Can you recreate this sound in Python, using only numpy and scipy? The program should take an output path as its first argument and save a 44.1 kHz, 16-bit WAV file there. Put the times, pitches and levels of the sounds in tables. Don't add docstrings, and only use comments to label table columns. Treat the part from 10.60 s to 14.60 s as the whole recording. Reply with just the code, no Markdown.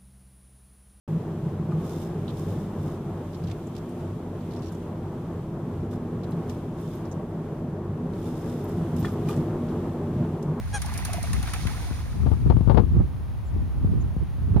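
import sys
import numpy as np
from scipy import signal
from scipy.fft import rfft, irfft
from scipy.io import wavfile
from scipy.ndimage import uniform_filter1d

SR = 44100
rng = np.random.default_rng(int(sys.argv[2]) if len(sys.argv) > 2 else 0)


def unload_audio(sound):
    columns = np.transpose(np.atleast_2d(sound))
    steps = np.round(np.clip(columns, -1, 1) * 32767)
    wavfile.write(sys.argv[1], SR, steps.astype(np.int16))


N = 176400

# start in seconds, spray level in dB, body level in dB.
FOOTFALLS = [(0.217, -34.5, -38), (0.258, -39, -58), (0.337, -40, -45), (0.3753, -34.5, -47),
             (0.4492, -30.5, -40), (0.531, -32.5, -43), (0.627, -36, -62), (0.73, -33.5, -36.5),
             (0.826, -38.5, -39.5), (0.871, -54, -36), (0.9343, -36, -30), (1.068, -42, -33.5)]


def coot_call():
    # time in seconds, pitch in Hz, level in dB.
    contour = [(0.128, 802, -47), (0.147, 828.5, -29), (0.165, 817, -31), (0.184, 750, -39.5)]
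    # frequency in Hz, gain in dB.
    throat = [(1640, 12.5), (2460, 1.5), (3280, 1.5), (4100, -4), (4930, -7.5), (5750, 4), (6570, 4),
              (7400, -3), (9040, 4), (14000, -31)]
    jitter, roughness = 0.011, 0.45
    s, hz, db = np.transpose(contour)
    t = np.arange(N) / SR
    turns = np.cumsum(np.interp(t, s, hz) * (1 + jitter * drift(350))) / SR
    pulses = sum(np.cos(2 * np.pi * k * turns) for k in range(1, 20))
    voice = unit(colour(pulses, throat)) + roughness * hiss(throat, same=0.11, size=N)
    return voice * amp(np.interp(t, s, db, -120, -120))


def foot_slaps():
    # frequency in Hz, gain in dB.
    spray_tone = [(1500, -46), (4000, 3.5), (10000, 6), (16000, -12)]
    body_tone = [(400, -21), (1300, 9), (2300, 5.5), (10000, -16)]
    crack_s, body_s, shower_s = 0.0025, 0.004, 0.011
    out, t = np.zeros((2, N)), np.arange(SR // 6) / SR
    crack_and_shower = burst(t, crack_s) + amp(-16) * burst(t, shower_s)
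    for s, spray_db, body_db in FOOTFALLS:
        spray = hiss(spray_tone, same=0.059, size=len(t)) * crack_and_shower
        body = hiss(body_tone, same=0.71, size=len(t)) * burst(t, body_s)
        add(out, s, amp(spray_db) * spray + amp(body_db) * body)
    return out


def wake():
    # time in seconds, churn level in dB, spray level in dB.
    levels = [(0, -48, -59), (0.25, -47.5, -47.5), (0.55, -44.5, -49), (0.9, -46.5, -44.5),
              (1.2, -42.5, -47.5), (1.6, -51, -57)]
    # frequency in Hz, gain in dB.
    churn_tone = [(200, 10), (750, -14.5), (2200, -2), (3200, -12), (8000, -19)]
    spray_tone = [(1500, -46), (3500, -17.5), (9000, -22), (16000, -45.5)]
    fade_db_per_s, surge_db, bubbles_per_s = 25, 4, 700
    s, churn_db, spray_db = np.transpose(levels)
    t = np.arange(N) / SR
    surges = sum(burst(np.maximum(t - start, 0), peak_s=0.035) for start, _, _ in FOOTFALLS)
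    bubbles = np.zeros((2, N))
    pitches_hz = np.geomspace(680, 2600, 30)
    for hz in pitches_hz:
        births = clicks(bubbles_per_s / len(pitches_hz))
        ring = signal.oaconvolve(births, bubble(hz, cycles=5))[:N]
        bubbles += ring * pan(rng.normal(-6.5, 7))
    churn = amp(drift(21)) * shower(churn_tone, same=0.57) + amp(-3.5) * unit(bubbles)
    churn *= amp(np.interp(t, s, churn_db) + surge_db * surges)
    spray = amp(drift(19)) * shower(spray_tone, same=0.019)
    spray *= amp(np.interp(t, s, spray_db))
    settling = amp(-fade_db_per_s * np.maximum(t - s[-1], 0))
    return settling * (churn + spray)


def shower(tone, same, drops_per_s=12000):
    drops = np.array([clicks(drops_per_s) for _ in range(3)])
    return unit(colour(pair(drops, same), tone))


def plops():
    # start in seconds, pitch in Hz, level in dB.
    pockets = [(0.246, 820, -27), (0.322, 846, -30), (0.492, 686, -27.5), (0.541, 660, -25),
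               (0.583, 690, -23.5), (0.639, 660, -28)]
    out = np.zeros((2, N))
    for s, hz, db in pockets:
        add(out, s, amp(db) * bubble(hz, cycles=4.5))
    return out


def bubble(hz, cycles, rise=0.022):
    age = np.arange(SR // 12) / SR * hz / cycles
    envelope = (1 - np.exp(-age * 6)) * np.exp(-age)
    return envelope * np.sin(2 * np.pi * cycles * (age + rise * age ** 2 / 2))


def wind():
    # peak time in seconds, half width in seconds, level in dB, left over right in dB.
    gusts = [(0.756, 0.057, -23, 4.5), (1.073, 0.027, -26, 18), (1.681, 0.072, -18, 11),
             (1.907, 0.061, -15, 7), (2.156, 0.079, -13.5, 34), (2.377, 0.052, -15, -2.5),
             (2.987, 0.059, -23, 3), (3.326, 0.14, -21, -2.5), (3.615, 0.025, -22, -5),
             (3.99, 0.13, -18.5, -4)]
    # frequency in Hz, gain in dB.
    rumble_tone = [(28, -65), (48, -2.5), (65, 1), (100, -2.5), (250, -20.5), (500, -44), (10000, -125)]
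    flutter_tone = [(80, -30), (190, 4), (380, 9), (600, -24), (1200, -12), (5000, -100)]
    breeze_db, flutter_db, flutter_growth, ragged_db = -29.5, -9, 1.6, 5.5
    t = np.arange(N) / SR
    power = np.full((2, N), amp(breeze_db) ** 2)
    for s, width, db, side_db in gusts:
        swell = np.exp(-((t - s) / width) ** 2 / 2)
        power += (amp(db) * pan(side_db) * swell) ** 2
    out = []
    for port_db in 10 * np.log10(power):
        rumble = unit(colour(rng.standard_normal(N), rumble_tone))
        rumble /= np.sqrt(uniform_filter1d(rumble ** 2, size=3000))
        flutter = unit(colour(rng.standard_normal(N), flutter_tone) * amp(ragged_db * drift(102)))
        out.append(rumble * amp(port_db) + flutter * amp(flutter_db + flutter_growth * port_db))
    return np.array(out)


def buffets():
    # start in seconds, thud level in dB, crackle level in dB, left over right in dB.
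    eddies = [(1.053, -18.5, -47, 14), (1.31, -20.5, -38, 28), (1.662, -12, -20, 40), (1.715, -14, -21, 37),
              (1.861, -13, -34, -10), (1.898, -12.5, -12, 34), (1.968, -8.5, -23.5, 38),
              (2.008, -11.5, -28.5, 17), (2.074, -9, -22, 45), (2.096, -9.5, -11.5, 28),
              (2.147, -9.5, -15.5, 35), (2.169, -13.5, -6.5, 45), (2.367, -15, -36, -8),
              (2.402, -10, -29.5, -20), (3.246, -14.5, -48, 17), (3.565, -17, -59, 10),
              (3.962, -8, -23, -30)]
    # frequency in Hz, gain in dB.
    port_tone = [(60, -14), (220, 5), (470, 6), (680, 1), (880, 3), (1300, -10), (2000, -23), (4600, -31),
                 (7000, -60)]
    thud_s, tears_per_s, tear_decay_s = 0.0013, 900, 0.014
    out, t = np.zeros((2, N)), np.arange(SR // 10) / SR
    port_ring = ringing(port_tone, size=2048)
    age = t / thud_s
    push_pull = age ** 2 * (3 - age) * np.exp(-age)
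    low_cut = signal.tf2sos(*signal.butter(6, 60, "high", fs=SR))
    thud = signal.sosfilt(low_cut, push_pull)
    for s, thud_db, crackle_db, side_db in eddies:
        tears = (rng.random(len(t)) < tears_per_s / SR) * rng.uniform(-0.87, 1, len(t))
        crackle = signal.oaconvolve(tears * np.exp(-t / tear_decay_s), port_ring)[:len(t)]
        hit = amp(thud_db) * thud / abs(thud).max() + amp(crackle_db) * crackle / abs(crackle).max()
        add(out, s, pan(side_db) * hit)
    return out


def small_bird():
    # start and length in seconds, first and last pitch in Hz, level in dB.
    peeps = [(2.845, 0.052, 7700, 7050, -55.5), (3.399, 0.036, 7400, 6200, -55.5)]
    blur_hz = 170
    out = np.zeros((2, N))
    for s, length, from_hz, to_hz, db in peeps:
        progress = np.linspace(0, 1, round(length * SR))
        blur = blur_hz * np.array([drift(580), drift(550)])[:, :len(progress)]
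        hz = from_hz + (to_hz - from_hz) * progress + blur
        whistle = np.sin(2 * np.pi * np.cumsum(hz, axis=1) / SR)
        add(out, s, amp(db) * np.sin(np.pi * progress) * whistle)
    return out


def far_shore():
    # frequency in Hz, gain in dB.
    hush_tone = [(400, 0), (950, -1), (1500, -9), (3200, -17), (6000, -25), (12000, -28)]
    return amp(-49) * hiss(hush_tone, same=0.46, size=N)


def amp(db):
    return 10 ** (np.asarray(db) / 20)


def unit(x):
    return x / np.sqrt(np.mean(x ** 2) + 1e-20)


def gain_at(freqs, tone):
    hz, db = np.transpose(tone)
    return amp(np.interp(np.log(abs(freqs) + 1), np.log(hz), db))


def colour(x, tone):
    n = x.shape[-1]
    return irfft(rfft(x) * gain_at(np.fft.rfftfreq(n, 1 / SR), tone), n)


def ringing(tone, size):
    log_gain = np.log(gain_at(np.fft.fftfreq(size, 1 / SR), tone))
    return np.fft.ifft(np.exp(signal.hilbert(log_gain).conj())).real


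def drift(hz):
    roll_off = np.exp(-(np.fft.rfftfreq(N, 1 / SR) / hz) ** 2)
    return unit(irfft(rfft(rng.standard_normal(N)) * roll_off, N))


def hiss(tone, same, size):
    return unit(colour(pair(rng.standard_normal((3, size)), same), tone))


def clicks(per_s, spread_db=3):
    impulses = (rng.random(N) < per_s / SR) * rng.choice([-1, 1], N)
    return impulses * amp(spread_db * np.minimum(rng.exponential(1, N), 4))


def burst(t, peak_s):
    return t / peak_s * np.exp(1 - t / peak_s)


def pan(db):
    return unit(amp([[db / 2], [-db / 2]]))


def pair(three, same):
    return np.sqrt(same) * three[0] + np.sqrt(1 - same) * three[1:]


def from_left(x, lag_samples=4):
    return np.array([x[0], np.roll(x[1], lag_samples)])


def add(mix, s, sound):
    part = mix[..., max(round(s * SR), 0):][..., :sound.shape[-1]]
    part += sound[..., :part.shape[-1]]


def scene():
    chase = coot_call() + from_left(foot_slaps() + wake() + plops())
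    return chase + wind() + buffets() + small_bird() + far_shore()


def record(dry):
    # frequency in Hz, gain in dB.
    mic_response = [(6800, 0), (7850, -12), (8500, -3), (9300, 6.5), (11000, 0)]
    ceiling, edge_hz = 0.95, 16000
    picked_up = colour(dry, mic_response)
    limited = picked_up / (1 + (picked_up / ceiling) ** 6) ** (1 / 6)
    low_pass = signal.firwin(401, edge_hz, window=("kaiser", 8), fs=SR)
    return signal.oaconvolve(limited, low_pass[None], "same")


dry = scene()
out = record(dry)
unload_audio(out)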